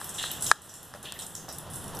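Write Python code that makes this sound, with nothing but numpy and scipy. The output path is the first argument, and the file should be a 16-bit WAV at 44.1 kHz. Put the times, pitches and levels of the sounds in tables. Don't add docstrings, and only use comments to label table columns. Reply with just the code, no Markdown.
import sys
import numpy as np
from scipy import signal
from scipy.fft import rfft, irfft, next_fast_len
from scipy.io import wavfile

SR = 44100
rng = np.random.default_rng(int(sys.argv[2]) if len(sys.argv) > 2 else 0)


def wrap_up_sound(samples):
    columns = np.atleast_2d(samples).T
    tamed = np.clip(columns, -1, 1)
    steps = np.round(tamed * 32767).astype(np.int16)
    wavfile.write(sys.argv[1], SR, steps)


N = 88200
T = np.arange(N) / SR

# t/s, tick/dB, spray/dB, spray decay/s, brightest f/Hz, pan L-R/dB
CONCRETE_DRIPS = [ (0.000, -45, -43, 0.16, 9100, -1), (0.043, -33, -43, 0.063, 13500, 1),
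                  (0.0915, -33.5, -36.5, 0.023, 8000, 0.5), (0.139, -55, -39, 0.19, 7700, -2.5),
                  (0.183, -44, -41, 0.04, 7460, 2), (0.226, -31, -41, 0.15, 7900, -0.5),
                  (0.314, -25.5, -38, 0.05, 13700, 1), (0.408, -35.5, -36, 0.013, 9500, 0),
                  (0.4225, -24, -29, 0.062, 8830, -1), (0.465, -27, -31.5, 0.061, 6800, 0.5),
                  (0.618, -32, -39, 0.16, 9800, -1), (0.690, -58.5, -36.5, 0.039, 6500, -1),
                  (0.7385, -30, -35, 0.077, 7900, -1), (0.829, -34, -40, 0.067, 10900, -0.5),
                  (0.945, -52, -47, 0.084, 10300, -2), (1.028, -31.5, -38.5, 0.053, 9450, -.5),
                  (1.139, -38, -42.5, 0.18, 13500, -1), (1.1895, -28, -48, 0.037, 8800, -3),
                  (1.197, -34, -33.5, 0.052, 8900, -1), (1.220, -35, -31, 0.015, 6250, -1),
                  (1.2645, -28.5, -41.5, 0.12, 8700, -1), (1.351, -27, -39, 0.025, 7100, 0),
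                  (1.362, -34, -36.5, 0.055, 6600, -1), (1.487, -35, -36.5, 0.042, 5370, -.5),
                  (1.525, -34, -40, 0.058, 9800, -1), (1.5835, -28.5, -41, 0.046, 10400, -1),
                  (1.699, -46, -43, 0.14, 9700, -1), (1.735, -36, -39, 0.079, 9500, -1.5),
                  (1.757, -33.5, -40, 0.025, 9400, 1), (1.841, -36.5, -46, 0.028, 9500, -2),
                  (1.879, -37.5, -46.5, 0.036, 9100, -2), (1.948, -38.5, -43, 0.048, 10700, -3),
                  (1.9895, -32.5, -52, 0.031, 13100, 1.5)]
SLUSH_HITS = [(0.1825, -35, -30.5, 0.046, 3350, 0), (0.226, -44, -32.5, 0.058, 3570, 0),
              (0.303, -43, -40, 0.049, 3050, -3), (0.460, -34, -39.5, 0.12, 3400, -0.5),
              (1.040, -52, -42, 0.03, 3400, 3), (1.052, -33, -31, 0.068, 3070, 0.5),
              (1.152, -49.5, -39.5, 0.037, 1950, -0.5), (1.190, -44, -35.5, 0.035, 3730, 0)]
SNOW_PLOPS = [(0.158, -44, -43, 0.0058, 845, 0.5), (0.946, -37, -29.5, 0.016, 630, 0.5),
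              (1.040, -37.5, -38.5, 0.048, 464, -1.5), (1.218, -48, -36.5, 0.026, 765, 2),
              (1.4825, -34.5, -37, 0.029, 640, -1.5), (1.665, -43, -42.5, 0.022, 750, -2.5),
              (1.935, -39, -44.5, 0.091, 930, 1)]
# f/Hz, level/dB
CONCRETE_SPECTRUM = [(300, -7), (1500, -56), (2600, -18), (3600, 2), (4550, -8.5), (5400, 4.5), (6200, 0.5),
                     (6800, -2), (7700, 5), (9000, -1.5), (10000, 4), (11500, -2.5), (13000, 1.5),
                     (14000, -2.5)]
SLUSH_SPECTRUM = [(300, -9), (1200, -16), (1800, 5), (2400, -1), (3200, 0.5), (4000, 0), (4700, -7.5),
                  (7000, -8.5), (14000, -12)]
SNOW_SPECTRUM = [(120, -32), (330, 3), (700, 1.5), (1300, 2), (2000, -5), (4000, -9.5), (14000, -24)]
# t/s, level/dB, f/Hz
BUBBLES = [(0.0925, -31, 8160), (1.197, -23, 8500), (1.353, -23, 7140), (1.9704, -33, 5560),
           (1.9905, -30, 11860)]
# t/s, level/dB, tilt/(dB/octave)
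HEAVY_DROPS = [(0.0146, -27.5, 0.5), (0.2400, -21.5, 0.5), (0.5147, 6.5, 1), (0.9391, -21, 2),
               (1.1226, -31, 11.5)]
# f/Hz, level/dB, t60/s
HOLLOW_MODES = [(473, -10, 0.009), (950, -4.5, 0.0034), (1321, -4, 0.0099), (1670, -5.5, 0.015),
                (3890, -14, 0.0078), (5220, -8, 0.003), (8280, -13, 0.0033), (13100, -26, 0.0015)]
# f/Hz, level/dB
CRACK_SPECTRUM = [(1500, -2.5), (3000, -5.5), (4500, -1), (8500, -9.5), (12000, -28.5)]
HISS_SPECTRUM = [(200, -14), (400, -5), (800, 0.5), (1300, -1), (1800, -2), (2400, -7.5), (3400, -3.5),
                 (4550, -15), (5500, -12.5), (8000, -13.5), (11000, -18), (14000, -28)]
RUMBLE_SPECTRUM = [(20, -11), (40, -16.5), (65, -4.5), (105, -1.5), (160, -1), (230, -7.5), (400, -11),
                   (850, -13), (1400, -19.5), (2200, -38)]
# t/s, level/dB
HISS_ENVELOPE = [(0, 1), (.45, 0.5), (.7, 3.5), (1.4, -1), (1.9, -1.5), (2, -2)]
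RUMBLE_ENVELOPE = [(0, -50), (.25, -48.5), (.46, -43.5), (.54, -45), (1.05, -43.5), (1.4, -45), (1.75, -42),
                   (2, -41)]
# f/Hz, level/dB
SIDE_SPECTRUM = [(300, 1), (1500, -48), (2800, -53), (4200, -13), (6000, -0.5), (14000, -0.5)]

TICK_PEAK_S, SPRAY_RISE_S, PIP_PEAK_S = 0.0011, 0.0018, 0.0005
DROPLETS_PER_S, DROPLET_SPREAD_DB = 5500, 2
BRIGHT_SIGMA_OCT, RIPPLE_STEP_HZ = 0.3, 129
TICK_WIDTH, SPRAY_WIDTH, AIR_WIDTH, RUMBLE_WIDTH = 0.43, 0.53, 0.35, 0.63
CRACK_DB, CRACK_T60_S = -14.5, 0.0074
SCATTER_DB, SCATTER_T60_S = -53, 0.37
HISS_DB = -46.5
NOTCH_HZ, NOTCH_SIGMA_HZ, NOTCH_DB = 2263, 192, -9.5
LIMIT_DB, ATTACK_S, RECOVER_DB_PER_S = -5.5, 0.012, 9
CLIP_LEVEL, CUTOFF_HZ = 0.9, 14300


def drips(rows, spectrum, bright_db, ripple_db):
    out, t = np.zeros((2, N)), T[:N // 5]
    for start_s, tick_db, spray_db, decay_s, bright_hz, pan_db in rows:
        tick_env = from_db(tick_db) * t / TICK_PEAK_S * np.exp(1 - t / TICK_PEAK_S)
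        spray_env = from_db(spray_db) * (1 - np.exp(-t / SPRAY_RISE_S)) * np.exp(-t / decay_s)
        tick = tick_env * spread(rng.choice([-1, 1], (2, len(t))), TICK_WIDTH, pan_db)
        spray = spray_env * spread(droplets(len(t)), SPRAY_WIDTH, pan_db)
        chance_db = ripple_db * rng.standard_normal(400)

        def response_db(hz):
            boost_db = bright_db * np.exp(-.5 * (np.log2(hz / bright_hz) / BRIGHT_SIGMA_OCT) ** 2)
            resonance_db = np.interp(hz / RIPPLE_STEP_HZ, np.arange(len(chance_db)), chance_db)
            return at_hz(spectrum, hz) + boost_db + resonance_db

        add(out, start_s, colour(tick + spray, response_db))
    return out


def droplets(size):
    shape = (2, size)
    clicks = (rng.random(shape) < DROPLETS_PER_S / SR) * rng.choice([-1, 1], shape)
    clicks = clicks * from_db(DROPLET_SPREAD_DB * np.minimum(rng.exponential(1, shape), 5))
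    return clicks / clicks.std()


def knocks():
    hits, t = np.zeros(N), T[:N // 10]
    pivot_hz = HOLLOW_MODES[2][0]
    for start_s, level_db, tilt_db_per_oct in HEAVY_DROPS:
        ring = np.zeros(len(t))
        for hz, mode_db, t60_s in HOLLOW_MODES:
            onset_db = mode_db + tilt_db_per_oct * np.log2(hz / pivot_hz)
            ring += from_db(onset_db - 60 * t / t60_s) * np.sin(2 * np.pi * hz * t)
        crack_env = from_db(CRACK_DB + 2 * tilt_db_per_oct - 60 * t / CRACK_T60_S)
        crack = colour(crack_env * rng.choice([-1, 1], len(t)), lambda hz: at_hz(CRACK_SPECTRUM, hz))
        add(hits, start_s, from_db(level_db) * (ring + crack))
    hits = cut(hits, hz=670, kind="high", order=3)
    scatter_env = from_db(SCATTER_DB - 60 * T / SCATTER_T60_S)
    scatter = scatter_env * spread(rng.standard_normal((2, N)), AIR_WIDTH)
    tail = signal.fftconvolve(hits[None], scatter, axes=1)[:, :N]
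    return stereo(hits, 0, pan_db=1.04) + tail


def bubbles():
    out, t = np.zeros(N), T[:N // 100]
    envelope = t / PIP_PEAK_S * np.exp(1 - t / PIP_PEAK_S)
    for start_s, level_db, hz in BUBBLES:
        add(out, start_s, from_db(level_db) * envelope * np.sin(2 * np.pi * hz * t))
    return out


def hiss():
    noise = spread(rng.standard_normal((2, N)), AIR_WIDTH)
    level_db = HISS_DB + np.interp(T, *np.transpose(HISS_ENVELOPE))
    return from_db(level_db) * colour(noise, lambda hz: at_hz(HISS_SPECTRUM, hz))


def rumble():
    mid, side = rng.standard_normal((2, N))
    noise = stereo(mid, RUMBLE_WIDTH * cut(side, hz=67, kind="low", order=1), pan_db=-0.5)
    level_db = np.interp(T, *np.transpose(RUMBLE_ENVELOPE))
    return from_db(level_db) * colour(noise, lambda hz: at_hz(RUMBLE_SPECTRUM, hz))


def from_db(db):
    return 10 ** (np.asarray(db) / 20)


def at_hz(spectrum, hz):
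    points_hz, points_db = np.transpose(spectrum)
    return np.interp(np.log(hz), np.log(points_hz), points_db)


def colour(x, db_at):
    size = 2 * next_fast_len(x.shape[-1])
    gain = from_db(db_at(np.maximum(np.fft.rfftfreq(size, 1 / SR), 1)))
    cepstrum = irfft(np.log(gain / np.sqrt(np.mean(gain ** 2))))
    cepstrum[1:size // 2] *= 2
    cepstrum[size // 2 + 1:] = 0
    return irfft(rfft(x, size) * np.exp(rfft(cepstrum)))[..., :x.shape[-1]]


def cut(x, hz, kind, order):
    return signal.sosfilt(signal.butter(order, hz, kind, fs=SR, output="sos"), x)


def stereo(mid, side, pan_db=0):
    return np.array([mid + side, mid - side]) * from_db([[pan_db / 2], [-pan_db / 2]])


def spread(pair, width, pan_db=0):
    size = pair.shape[-1]
    hz = np.maximum(np.fft.rfftfreq(size, 1 / SR), 1)
    side = irfft(rfft(pair[1]) * from_db(at_hz(SIDE_SPECTRUM, hz)), size)
    return stereo(pair[0], width * side, pan_db)


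def add(out, start_s, x):
    start = int(np.clip(start_s * SR, 0, N - 1))
    out[..., start:start + x.shape[-1]] += x[..., :N - start]


def scene():
    concrete = drips(CONCRETE_DRIPS, CONCRETE_SPECTRUM, bright_db=11, ripple_db=4)
    slush = drips(SLUSH_HITS, SLUSH_SPECTRUM, bright_db=12, ripple_db=1.5)
    snow = drips(SNOW_PLOPS, SNOW_SPECTRUM, bright_db=7.5, ripple_db=0.2)
    return concrete + slush + snow + knocks() + bubbles() + hiss() + rumble()


def record(dry):
    x = colour(dry, lambda hz: NOTCH_DB * np.exp(-.5 * ((hz - NOTCH_HZ) / NOTCH_SIGMA_HZ) ** 2))
    peak_db = 20 * np.log10(np.abs(x).max(axis=0) + 1e-9)
    over_db = np.maximum(peak_db - LIMIT_DB, 0)
    held_db = np.maximum.accumulate(over_db + RECOVER_DB_PER_S * T) - RECOVER_DB_PER_S * T
    pole = np.exp(-1 / (ATTACK_S * SR))
    duck_db = signal.lfilter([1 - pole], [1, -pole], held_db)
    clipped = CLIP_LEVEL * np.tanh(x * from_db(-duck_db) / CLIP_LEVEL)
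    return signal.sosfilt(signal.ellip(10, .2, 70, CUTOFF_HZ, fs=SR, output="sos"), clipped)


dry = scene()
out = record(dry)
wrap_up_sound(out)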